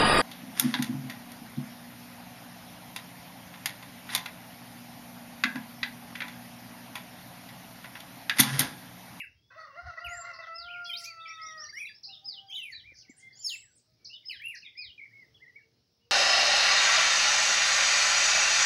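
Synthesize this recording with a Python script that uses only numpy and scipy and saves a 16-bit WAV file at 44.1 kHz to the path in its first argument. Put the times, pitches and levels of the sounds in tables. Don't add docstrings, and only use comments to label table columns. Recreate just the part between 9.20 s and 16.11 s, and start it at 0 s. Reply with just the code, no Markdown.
import sys
import numpy as np
from scipy import signal
from scipy.fft import rfft, irfft, next_fast_len
from scipy.io import wavfile
from scipy.ndimage import uniform_filter1d, map_coordinates

SR = 44100
rng = np.random.default_rng(int(sys.argv[2]) if len(sys.argv) > 2 else 0)


def gain_from_db(level_db):
    decades = np.asarray(level_db, float) / 20
    return 10 ** decades


def generate_wav(sig):
    pcm = np.round(np.clip(np.atleast_2d(sig).T, -1, 1) * 32767).astype(np.int16)
    wavfile.write(sys.argv[1], SR, pcm)


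N = 304731

# (time [s], length [s], top [Hz], bottom [Hz], level [dB])
NEAR_FALLS = [
    (0, 0.055, 2424, 1504, -38.5),
    (5.093, 0.075, 3095, 1565, -35.5),
]
NEAR_ARCHES = [
    (5.195, .173, 2795, 1585, -41),
]
NEAR_RISES = [
    (.885, 0.1395, 7406, 6590, -52.5),
]
# (time [s], pitch [Hz], level [dB])
NEAR_EARLIER = [
    (-.06, 2547, -35),
    (-.03, 2874, -39.5),
    (.001, 2498, -36.5),
]
# (time [s], pitch [Hz], level [dB])
NEAR_PHRASES = [
    [(.842, 3050, -44), (.862, 2770, -42.5), (.88, 2200, -46), (.93, 2000, -45), (.995, 1600, -57)],
    [(1.652, 3250, -51), (1.672, 3400, -46.5), (1.7, 3270, -37.5), (1.724, 3040, -41.5),
     (1.742, 3170, -36.5), (1.75, 3200, -50)],
    [(1.733, 3530, -39), (1.742, 3724, -40.5), (1.752, 3760, -38), (1.763, 4170, -36.5), (1.785, 5220, -48),
     (1.8, 5280, -57), (1.85, 5170, -66)],
    [(2.525, 1600, -47), (2.61, 2546, -41.5), (2.626, 2200, -40.5), (2.64, 2550, -40), (2.652, 2100, -47.5),
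     (2.675, 2744, -42), (2.7, 1720, -53.5), (2.73, 1680, -68)],
    [(3.283, 3310, -53), (3.312, 3113, -46), (3.328, 3450, -44), (3.345, 2958, -42), (3.358, 3970, -41),
     (3.375, 3170, -40), (3.545, 1712, -52)],
    [(4.243, 5300, -34), (4.262, 5350, -31), (4.288, 4460, -37.5), (4.305, 3250, -42), (4.325, 2806, -40.5),
     (4.35, 2600, -45), (4.362, 1890, -47.5)],
]


def near_bird():
    out = np.zeros(N)
    voice = dict(overtone_db=3, wet_db=-4, flutter_db=4.8)
    sing(out, NEAR_FALLS, lambda u: fall(u, drop_db=-24), **voice)
    sing(out, NEAR_ARCHES, lambda u: arch(u, drop_db=-13), **voice)
    sing(out, NEAR_RISES, lambda u: rise(u, drop_db=-9.5), **voice)
    sing_phrases(out, NEAR_PHRASES, overtone_db=3, wet_db=-8)
    sing_phrases(out, [NEAR_EARLIER], overtone_db=-10, wet_db=-3)
    return out


# (time [s], top [Hz], level [dB])
SWOOPS = [
    (1.341, 5215, -45),
    (3.043, 5196, -39),
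    (5.047, 5255, -43),
    (5.565, 5094, -42.5),
]
# (time [s], pitch over top [ratio], level [dB])
SWOOP_SHAPE = [
    (0, .89, -19.5),
    (.016, 1, -2.5),
    (0.041, 0.97, 0),
    (0.114, .635, -12),
    (.143, .555, -11),
    (.165, .64, -16),
    (.18, .64, -28),
]


def swooping_bird():
    out = np.zeros(N)
    swoops = [[(s + t, top_hz * ratio, db + swell_db) for t, ratio, swell_db in SWOOP_SHAPE]
              for s, top_hz, db in SWOOPS]
    sing_phrases(out, swoops, overtone_db=-24, wet_db=-4)
    return out


# (time [s], length [s], top [Hz], bottom [Hz], level [dB])
ARCHES = [(1.82, 0.13, 2448, 1820, -48), (2.48, 0.04, 2094, 1690, -50.5), (3.625, 0.13, 2402, 1663, -52.5),
          (3.875, 0.055, 2250, 1760, -54.5), (5.452, 0.05, 2480, 1895, -50), (5.55, .12, 2486, 1900, -44.5),
          (6.405, 0.061, 2800, 2490, -77), (6.79, 0.11, 2936, 2440, -76.5)]
HELD = [
    (2.485, 0.027, 4710, 4340, -45.5),
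    (2.682, 0.051, 4760, 4440, -56),
    (3.262, 0.03, 4790, 4730, -63),
    (3.543, 0.017, 2410, 2267, -49),
    (3.897, 0.034, 6100, 5900, -66),
    (1.858, 0.082, 4590, 4294, -49),
    (3.042, 0.021, 4830, 4690, -50.5),
    (4.785, 0.098, 2286, 2210, -76),
]
WARBLES = [
    (1.692, 0.073, 2485, 2050, -43.5),
    (2.054, 0.076, 2383, 1993, -44),
]
# (time [s], pitch [Hz], level [dB])
LOW_PHRASES = [
    [(5.778, 2470, -46), (5.79, 2360, -46.5), (5.812, 2060, -53.5), (5.84, 2340, -46), (5.852, 2200, -50),
     (5.868, 1840, -64)],
    [(5.905, 1720, -72), (5.935, 2166, -57), (5.98, 2198, -53), (6.01, 2170, -56), (6.025, 2060, -53.5),
     (6.055, 1820, -70)],
    [(6.195, 1600, -79), (6.218, 2010, -58), (6.232, 2100, -52.5), (6.255, 1794, -65.5),
     (6.285, 2044, -55.5), (6.3, 1945, -58), (6.315, 1800, -70)],
    [(6.348, 1960, -63), (6.367, 2305, -47), (6.382, 2090, -59), (6.395, 1790, -68), (6.43, 1620, -72)],
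    [(2.175, 1690, -67), (2.205, 2136, -53), (2.27, 2140, -52), (2.3, 2080, -53), (2.325, 1850, -61)],
    [(3.292, 6450, -62), (3.32, 6200, -68), (3.355, 6950, -64), (3.385, 6350, -62), (3.425, 5600, -68)],
    [(6.14, 2700, -68), (6.148, 3420, -60), (6.165, 3350, -58), (6.185, 2650, -64)],
    [(3.322, 3040, -50), (3.345, 2953, -45.5), (3.372, 3020, -52)],
]


def low_bird():
    out = np.zeros(N)
    voice = dict(overtone_db=-23, wet_db=-8.5, flutter_db=3.5)
    sing(out, ARCHES, lambda u: arch(u, drop_db=-18.5), **voice)
    sing(out, HELD, lambda u: arch(u, drop_db=-20, lean=0.95, flat=0.28), **voice)
    sing(out, WARBLES, lambda u: warble(u, drop_db=-12.5), **voice)
    sing_phrases(out, LOW_PHRASES, overtone_db=-24, wet_db=-7)
    return out


# (time [s], pitch [Hz], level [dB])
HIGH_PHRASE = [
    (4.15, 6400, -68),
    (4.18, 7050, -57),
    (4.21, 7300, -53),
    (4.262, 6380, -46),
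    (4.39, 7700, -55.5),
    (4.5, 7700, -73),
    (4.6, 7670, -76),
]


def high_bird():
    out = np.zeros(N)
    sing_phrases(out, [HIGH_PHRASE], overtone_db=14, wet_db=-4)
    return out


# (time [s], length [s], top [Hz], bottom [Hz], level [dB])
FALLS = [(1.765, 0.06, 3210, 1900, -60.5), (2.42, .035, 3700, 2700, -66), (2.1, 0.022, 4196, 3280, -61),
         (2.44, 0.016, 5600, 4700, -56), (2.453, .02, 4800, 3950, -48), (2.652, 0.038, 4180, 3350, -52.5),
         (3.105, 0.043, 2260, 2010, -72), (3.81, 0.066, 3620, 1920, -69), (5.03, 0.032, 2270, 1950, -68),
         (5.42, 0.059, 2896, 2000, -54), (3.357, 0.05, 2650, 2020, -60)]
RISES = [(.14, 0.33, 3590, 3100, -78.5), (2.063, 0.074, 5770, 4900, -52.5), (2.213, 0.08, 5780, 4850, -48),
         (2.373, 0.09, 5780, 4760, -49), (2.53, 0.073, 5740, 4550, -54.5),
         (2.738, 0.0292, 5400, 4400, -58.5), (3.963, .016, 9360, 6100, -65.5),
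         (3.505, 0.015, 6920, 4500, -66.5), (3.3, 0.03, 5800, 4760, -64), (2.885, 0.045, 2920, 2550, -56.5),
         (2.945, 0.016, 5320, 4840, -54), (3.893, 0.021, 7560, 6560, -62.5),
         (3.293, 0.043, 2720, 1950, -61), (1.843, 0.024, 4260, 2700, -51), (4.47, 0.044, 6020, 5640, -78),
         (4.895, 0.059, 2944, 2615, -53)]
# (time [s], pitch [Hz], level [dB])
FAR_PHRASES = [
    [(1.482, 2200, -52), (1.505, 2650, -49), (1.525, 3150, -52), (1.548, 2400, -48), (1.565, 2216, -48.5),
     (1.615, 2183, -75)],
    [(4.125, 4170, -59), (4.135, 4880, -61.5), (4.165, 4850, -63), (4.175, 5440, -58), (4.19, 6200, -68)],
    [(4.188, 4150, -55), (4.198, 4730, -61), (4.213, 4900, -56), (4.24, 6300, -53)],
    [(4.2, 3080, -69), (4.22, 3186, -63), (4.235, 2740, -73), (4.26, 2580, -83)],
    [(2.88, 4240, -61.5), (2.905, 4040, -57), (2.93, 3900, -59)],
    [(3.52, 4180, -49), (3.528, 4680, -47.5), (3.54, 3924, -51), (3.56, 4080, -52), (3.575, 3820, -51),
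     (3.592, 3750, -56), (3.615, 2720, -61.5)],
    [(3.915, 2070, -73), (3.95, 1485, -82), (4.005, 2074, -68.5), (4.07, 2103, -53), (4.1, 2050, -64.5),
     (4.125, 1670, -70)],
    [(3.97, 2590, -83), (4.0, 3170, -83), (4.03, 3355, -73), (4.09, 3430, -73), (4.17, 3330, -69)],
    [(4.255, 1604, -83), (4.285, 2080, -68), (4.312, 1856, -72), (4.35, 1890, -66)],
    [(4.405, 2060, -74), (4.42, 2246, -63), (4.45, 1797, -71), (4.53, 1393, -83)],
    [(2.557, 2950, -62), (2.58, 2880, -60), (2.595, 3380, -60), (2.62, 3300, -66)],
    [(4.165, 2750, -76), (4.19, 3470, -72), (4.2, 3400, -80)],
]


def far_birds():
    out = np.zeros(N)
    voice = dict(overtone_db=-12.5, wet_db=-1.5, flutter_db=5.7)
    sing(out, FALLS, lambda u: fall(u, drop_db=-4), **voice)
    sing(out, RISES, lambda u: rise(u, drop_db=-9), **voice)
    sing_phrases(out, FAR_PHRASES, overtone_db=-24, wet_db=-2)
    return out


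# (time [s], length [s], top [Hz], bottom [Hz], level [dB])
HOOKS = [
    (1.212, 0.057, 3757, 2655, -59),
    (2.912, .052, 3820, 2780, -50.5),
    (4.928, 0.06, 3800, 2680, -52.5),
    (5.44, 0.045, 3744, 2720, -52.5),
]
PLATEAUS = [
    (1.997, 0.07, 3695, 2603, -58),
    (2.125, 0.073, 3730, 2800, -58.5),
    (2.253, 0.075, 3790, 2610, -60.5),
]
DIVES = [
    (3.976, 0.043, 9450, 3980, -58.5),
    (4.553, 0.049, 9600, 3920, -64),
]


def hidden_birds():
    out = np.zeros(N)
    voice = dict(overtone_db=-24, wet_db=2, flutter_db=4.4)
    sing(out, HOOKS, lambda u: hook(u, drop_db=-23.5), **voice)
    sing(out, PLATEAUS, lambda u: arch(u, drop_db=-7, lean=0.6, flat=0.49), **voice)
    sing(out, DIVES, lambda u: fall(u, drop_db=-13, bend=0.93), **voice)
    return out


# (time [s], peak level [dB], start [Hz])
CHIPS = [
    (1.1322, -46, 6190),
    (1.6435, -38.5, 6190),
    (2.831, -35.5, 5980),
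    (4.845, -37.5, 6540),
    (5.3485, -41, 6630),
]


def chips():
    out, t = np.zeros(N), np.arange(int(0.038 * SR)) / SR
    for s, peak_db, top_hz in CHIPS:
        hz = np.interp(t, [0, 0.012, 0.018, 0.035], [top_hz, 4050, 4800, 5250])
        db = peak_db - 7 - 250 * np.minimum(t, 0.02)
        add(out, s, whistle(hz, db, overtone_db=-30, flutter_db=2), wet_db=2)
    return out


# (time [s], length [s], start [Hz], end [Hz], level [dB], overtones [dB])
RASPS = [
    (1.767, 0.059, 5310, 4910, -44.5, -11),
    (1.833, 0.034, 5090, 6270, -42.5, -13),
    (1.79, .08, 6900, 7100, -57.5, -30),
    (3.31, .1, 5590, 5020, -68, -21.5),
    (3.768, .07, 6100, 4350, -52.5, -36),
    (3.734, 0.088, 5340, 5118, -55, -32),
    (4.248, 0.12, 5420, 4590, -66, 6),
]


def rasps():
    out = np.zeros(N)
    for s, length_s, start_hz, end_hz, db, overtone_db in RASPS:
        n = int(length_s * SR)
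        shake = 1 + 0.15 * np.tanh(wobble(n, 700))
        phase = turns(np.linspace(start_hz, end_hz, n) * shake)
        tone = np.sin(phase) + gain_from_db(overtone_db) * (np.sin(2 * phase) + 0.4 * np.sin(3 * phase))
        level = gain_from_db(db + 3 * np.tanh(wobble(n, 250)))
        add(out, s, faded(level * tone, 0.3 * length_s), wet_db=-3)
    return out


def sing(out, notes, shape, overtone_db, wet_db, flutter_db):
    for s, length_s, top_hz, bottom_hz, db in notes:
        height, swell_db = shape(np.linspace(0, 1, int(length_s * SR)))
        hz = bottom_hz + (top_hz - bottom_hz) * height
        add(out, s, whistle(hz, db + swell_db, overtone_db, flutter_db), wet_db)


def sing_phrases(out, phrases, overtone_db, wet_db):
    for phrase in phrases:
        s, (hz, db) = columns(phrase, round_s=0.0026)
        add(out, s, whistle(hz, db, overtone_db, flutter_db=4.5), wet_db)


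# (frequency [Hz], level [dB])
OVERTONE_COLOUR = [(3000, -21), (5800, -45.5), (6450, -33), (7200, -44.5), (8300, -35.5), (10500, -22.5),
                   (12500, -32.5), (15000, -31)]


def whistle(hz, db, overtone_db, flutter_db):
    n = len(hz)
    phase = turns(hz * (1 + 0.0075 * wobble(n, 140)))
    tone = np.sin(phase)
    for k in range(2, 8):
        effort_db = 0.5 * (db + 42) + 5 * wobble(n, 110) - 2
        line_db = overtone_db + effort_db + along(OVERTONE_COLOUR, k * hz) - 2.1 * abs(k - 4.2)
        tone += gain_from_db(line_db) * (k * hz < 15700) * np.sin(k * phase)
    level = np.sqrt(2) * gain_from_db(db + flutter_db * np.tanh(wobble(n, 150)))
    return faded(level * tone, 0.005)


def fall(u, drop_db, bend=1.5):
    return (1 - u) ** bend, drop_db * u


def rise(u, drop_db):
    return np.sin(0.6 * np.pi * u), drop_db * ((u - 0.7) / 0.81) ** 2


def arch(u, drop_db, lean=0.85, flat=1.2):
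    height = np.abs(np.sin(np.pi * u ** lean)) ** flat
    return height, drop_db * (1 - height)


def warble(u, drop_db):
    height = 0.5 + 0.5 * np.cos(2 * np.pi * (1.5 * u - 0.1))
    return height, drop_db * (1 - height)


def hook(u, drop_db):
    return np.abs(np.sin(np.pi * u ** 0.5)) ** 0.97, drop_db * ((u - .5) / .5) ** 2


def close_rooster():
    out = np.zeros(N)
    s, controls = columns(crow_controls(), round_s=0.0088)
    voice = crow(*controls)
    add(out, s, voice, wet_db=-7)
    hill_s, hill_db = 0.18, -29
    add(out, s + hill_s, gain_from_db(hill_db) * uniform_filter1d(voice, size=12), wet_db=6.5)
    return out


# (time [s], length [s], level [dB], hoarseness [0-1], beak [dB])
SYLLABLES = [(0.302, 0.044, -57.5, 0.74, 1.5), (0.367, 0.1, -50, 0.55, 2.5), (0.466, 0.1, -58, 0.64, -14),
             (0.566, 0.05, -43.5, 0.19, 5), (0.613, 0.048, -51, 0.4, -7), (0.664, 0.0449, -43, 0.28, 0),
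             (0.718, 0.055, -51.5, 0.58, 7), (0.776, .028, -44.5, 0.35, 15.5), (.803, 0.21, -46, 0.33, -6),
             (1.031, 0.093, -48, 0.71, 9), (1.136, 0.043, -56, 0.96, -2), (1.187, 0.074, -49, 0.71, 5)]
# (time [s], pitch [Hz])
OPENING_HZ = [(.303, 510), (.346, 510), (.37, 659), (.455, 626), (.475, 555), (.555, 551), (.568, 665.5),
              (.605, 713), (.63, 735), (.672, 736), (.705, 685), (.722, 655), (.762, 702), (.78, 622.5),
              (.8, 663), (.812, 690.7), (1.0, 700.3), (1.26, 661.7)]
# (time [s], pitch [Hz], level [dB], chest [dB], beak [dB])
LONG_NOTE = [
    (1.27, 657, -45, 0, 3.5),
    (1.33, 660, -48, -1.5, 2.5),
    (1.47, 701.8, -47.5, -2, -9),
    (1.602, 703, -42, -8, -22),
    (1.781, 690, -59.5, 6, -5),
    (1.92, 665.8, -54, -5.5, -5),
    (2.18, 647, -46, -22, -2.5),
    (2.38, 629.2, -48.5, -2, 6),
    (2.451, 606, -57, -14.5, 13),
]


def crow_controls():
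    attack_s, fall_s, release_s = 0.00786, 0.0152, 0.048
    sag, gap_db, release_db = 0.97, -4.5, -24
    gap_hoarse, clear_hoarse, end_hoarse = 0.8, 0.04, 0.6
    rows = []
    for s, length_s, db, hoarse, beak_db in SYLLABLES:
        shape = [(0, sag, gap_db, gap_hoarse), (attack_s, 1, 0, hoarse),
                 (length_s - fall_s, 1, 0, hoarse), (length_s, sag, gap_db, gap_hoarse)]
        for t, ratio, dip_db, rough in shape:
            hz = ratio * np.interp(s + t, *np.transpose(OPENING_HZ))
            rows.append((s + t, hz, db + dip_db, rough, 3.5, beak_db))
    s, hz, db, chest_db, beak_db = np.transpose(LONG_NOTE)
    hoarse = np.r_[end_hoarse - 0.2, np.full(len(s) - 2, clear_hoarse), end_hoarse]
    rows += zip(s, hz, db + 1.5, hoarse, chest_db, beak_db)
    release = (s[-1] + release_s, sag * hz[-1], db[-1] + release_db, end_hoarse, chest_db[-1], 0)
    return sorted(rows) + [release]


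# (frequency [Hz], level [dB])
THROAT = [(500, -21), (610, -5), (680, -7.5), (1350, 1.5), (2000, -7), (2450, -30), (2560, -14),
          (2670, -6.5), (2800, -15.5), (2900, -28), (3400, -44), (4100, -36), (4650, -20), (5400, -33),
          (6000, -44), (6650, -36), (7600, -58), (9500, -35.5), (15000, -54)]
# (frequency [Hz], density [dB/Hz])
BREATH = [(450, -24.5), (550, -11.5), (1080, -14.5), (1400, 6), (1650, -11), (1950, 6), (2400, -28),
          (3500, -23.5), (4200, -13), (6300, -20.5)]


def crow(hz, db, hoarse, chest_db, beak_db):
    n = len(hz)
    phase = turns(hz * (1 + (0.002 + 0.012 * hoarse) * wobble(n, 30)))
    shake = turns(hz * 0.026 * hoarse * wobble(n, 130))
    clear_db = np.clip((db + 49.5) * (1 - hoarse), 0, 10)
    broken = np.clip(hoarse / 0.11, 0, 1)
    tone = np.zeros(n)
    for k in range(1, 23):
        line_db = (3.5 * wobble(n, 7) + 4.5 * wobble(n, 35)) * (k > 3)
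        line_db += (2 + 6 * hoarse) * np.tanh(wobble(n, 55))
        line_db += chest_db * (k == 1) + beak_db * (k == 3)
        line_db += broken * (13 * (k == 6) + 6 * (k == 7) - 12 * (k > 8))
        line_db -= (k > 3) * clear_db
        angle = k * phase + min(k, 3) * shake + rng.uniform(0, 2 * np.pi)
        tone += gain_from_db(along(THROAT, k * hz) + line_db) * np.sin(angle)
    second = np.sin(turns(1080 * (1 + 0.0231 * wobble(n, 60))))
    second *= gain_from_db(-1 + 5 * np.tanh(wobble(n, 40)))
    breath = coloured(n, BREATH) * gain_from_db(3 * np.tanh(wobble(n, 60)))
    voice = tone + 1.5 * hoarse ** 3 * second + 0.9 * hoarse * breath
    ragged_pulses = gain_from_db(4 * hoarse * np.tanh(wobble(n, 260)))
    return faded(gain_from_db(db) * voice * ragged_pulses, 0.004)


# (time [s], pitch [Hz], level [dB])
FAR_CROW = [
    (2.84, 747, -87),
    (2.89, 810, -62.5),
    (2.93, 765, -74),
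    (3.01, 767, -78),
    (3.05, 821, -65),
    (3.1, 785, -70),
    (3.25, 785, -65.5),
    (3.47, 754, -82.5),
]
LOWING = [
    (5.9, 445, -94),
    (6.1, 440, -81),
    (6.4, 451, -83),
    (6.7, 463, -90),
    (6.91, 470, -73),
]
# (time [s], pitch [Hz], level [dB])
FAINT_CROWS = [
    [(2.85, 637, -87), (3.0, 625, -86), (3.15, 617, -80), (3.33, 610, -85)],
    [(3.7, 625, -87), (4.0, 620, -94.5), (4.3, 621, -87), (4.45, 610, -90)],
    [(3.5, 766, -90), (3.8, 765, -89), (4.1, 768, -88.5), (4.4, 777, -91)],
    [(4.6, 632.5, -90), (4.92, 624, -85.5), (5.05, 606, -91)],
    [(5.93, 648, -90), (5.99, 629, -82.5), (6.18, 606, -89)],
]
FAINT_SECOND_DB = [
    0,
    -15,
    1,
    -12,
    -12,
]


def far_roosters():
    out = np.zeros(N)
    calls = [(FAR_CROW, -22), (LOWING, -20), *zip(FAINT_CROWS, FAINT_SECOND_DB)]
    for rows, second_db in calls:
        s, (hz, db) = columns(rows, round_s=0.033)
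        n = len(hz)
        phase = turns(hz * (1 + 0.008 * wobble(n, 25)))
        tone = np.sin(phase) + gain_from_db(second_db) * np.sin(2 * phase)
        level = np.sqrt(2) * gain_from_db(db + 4 * wobble(n, 22))
        add(out, s, faded(level * tone, 0.03), wet_db=-6)
    return out


# (time [s], frequency [Hz], peak level [dB])
KNOCKS = [
    (3.718, 517, -46),
    (3.718, 308, -45.5),
    (3.718, 170, -49),
    (3.896, 264, -30.5),
]


def knocks():
    out, t = np.zeros(N), np.arange(N) / SR
    for s, hz, db in KNOCKS:
        u = np.clip(t - s, 0, None)
        onset = 1 - np.exp(-u / 0.0041)
        out += gain_from_db(db - 60 * u / 0.023) * onset * np.sin(2 * np.pi * hz * u)
    return out


# (time [s], level [dB])
WIND = [
    (0, -84),
    (1.25, -84.5),
    (6.91, -87),
]
# (time [s], length [s], level [dB])
GUSTS = [(0.623, 0.097, -48.5), (0.852, 0.06, -52), (0.935, 0.078, -62), (.02, 0.19, -68.5),
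         (1.122, .12, -79), (1.373, 0.12, -68.5), (2.88, 0.055, -81), (3.5, 0.36, -69),
         (4.426, 0.062, -69.5), (5.157, 0.043, -72), (5.635, 0.083, -65.5)]


def wind():
    t = np.arange(N) / SR
    gain = gain_from_db(np.interp(t, *np.transpose(WIND)) + 3.4 * wobble(N, 6))
    for s, length_s, db in GUSTS:
        gain += gain_from_db(db) * np.sin(np.pi * np.clip((t - s) / length_s, 0, 1))
    return gain * coloured(N, [(28, -36), (45, -24), (65, -5), (95, -13.5), (130, -14)])


# (frequency [Hz], density [dB/Hz])
AIR = [(90, -2.5), (125, -3.5), (155, -9), (360, -14.5), (700, -21), (1000, -27.5), (3500, -24.5),
       (5300, -15), (7500, -42.5), (10600, -39), (12500, -37.5), (15000, -44), (15700, -23)]
# (time [s], level [dB])
AIR_DB = [
    (0, -72.5),
    (2.9, -69),
    (3.698, -70.5),
    (4.7, -72),
    (6.1, -70.5),
    (6.6, -72),
]


def air():
    z = signal.stft(coloured(N, AIR), nperseg=512)[2]
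    patches = uniform_filter1d(rng.standard_normal(z.shape), 7, 0)
    patches = unit(uniform_filter1d(patches, 12, 1))
    hiss = unit(signal.istft(z * gain_from_db(2 * patches), nperseg=512)[1][:N])
    level_db = np.interp(np.arange(N) / SR, *np.transpose(AIR_DB))
    return gain_from_db(level_db + wobble(N, 3.95)) * hiss


def hum():
    level = gain_from_db(-82.5 + 6.6 * wobble(N, 11))
    return level * np.sin(turns(117 + 4 * wobble(N, 11)))


# (frequency [Hz], t60 [s])
BUSHES = [
    (2000, 0.26),
    (5000, 0.26),
    (10000, 0.22),
]


def add(out, s, x, wet_db):
    hz, t, z = signal.stft(rng.standard_normal(SR // 3), SR, nperseg=128)
    decay = gain_from_db(-60 * t / along(BUSHES, hz)[:, None])
    tail = signal.istft(z * decay, SR, nperseg=128)[1]
    tail *= 1 - np.exp(-np.arange(len(tail)) / (0.0014 * SR))
    tail *= gain_from_db(3.5 * wobble(len(tail), 250))
    y = gain_from_db(wet_db) * signal.fftconvolve(x, tail / np.linalg.norm(tail))
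    y[:len(x)] += x
    y = y[max(0, -round(s * SR)):]
    room = out[max(0, round(s * SR)):][:len(y)]
    room += y[:len(room)]


def unit(x):
    return x / np.sqrt(np.mean(x ** 2) + 1e-20)


def turns(hz):
    return 2 * np.pi * np.cumsum(hz) / SR


def along(points, hz):
    f, v = np.transpose(points)
    return np.interp(np.log(hz + 1), np.log(f + 1), v)


def wobble(n, rate):
    at = np.arange(0, n + 8, 8)
    knots = rng.standard_normal(int(n * rate / SR) + 4)
    return np.interp(np.arange(n), at, map_coordinates(knots, [at * rate / SR]))


def columns(rows, round_s):
    s, *cols = np.transpose(rows)
    t = np.arange(s[0], s[-1], 1 / SR)
    width = max(1, int(round_s * SR))
    return s[0], [uniform_filter1d(np.interp(t, s, c), width, mode="nearest") for c in cols]


def faded(x, edge_s):
    t = np.arange(len(x)) / SR
    return x * np.clip(np.minimum(t, t[::-1]) / edge_s, 0, 1)


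def coloured(n, spectrum):
    m = next_fast_len(n + 4096)
    closed = [(spectrum[0][0] * 0.7, -120), *spectrum, (spectrum[-1][0] * 1.02, -120)]
    gain = gain_from_db(along(closed, np.fft.rfftfreq(m, 1 / SR)))
    return unit(irfft(rfft(rng.standard_normal(m)) * gain, m)[:n])


def scene():
    birds = near_bird() + swooping_bird() + low_bird() + high_bird() + far_birds() + hidden_birds()
    birds += chips() + rasps()
    roosters = close_rooster() + far_roosters()
    background = knocks() + wind() + air() + hum()
    return (birds + roosters + background)[None]


def band_limit(x):
    return signal.sosfilt(signal.butter(12, 16490, fs=SR, output="sos"), x)


def record(dry):
    return band_limit(dry)


dry = scene()
out = record(dry)
generate_wav(out)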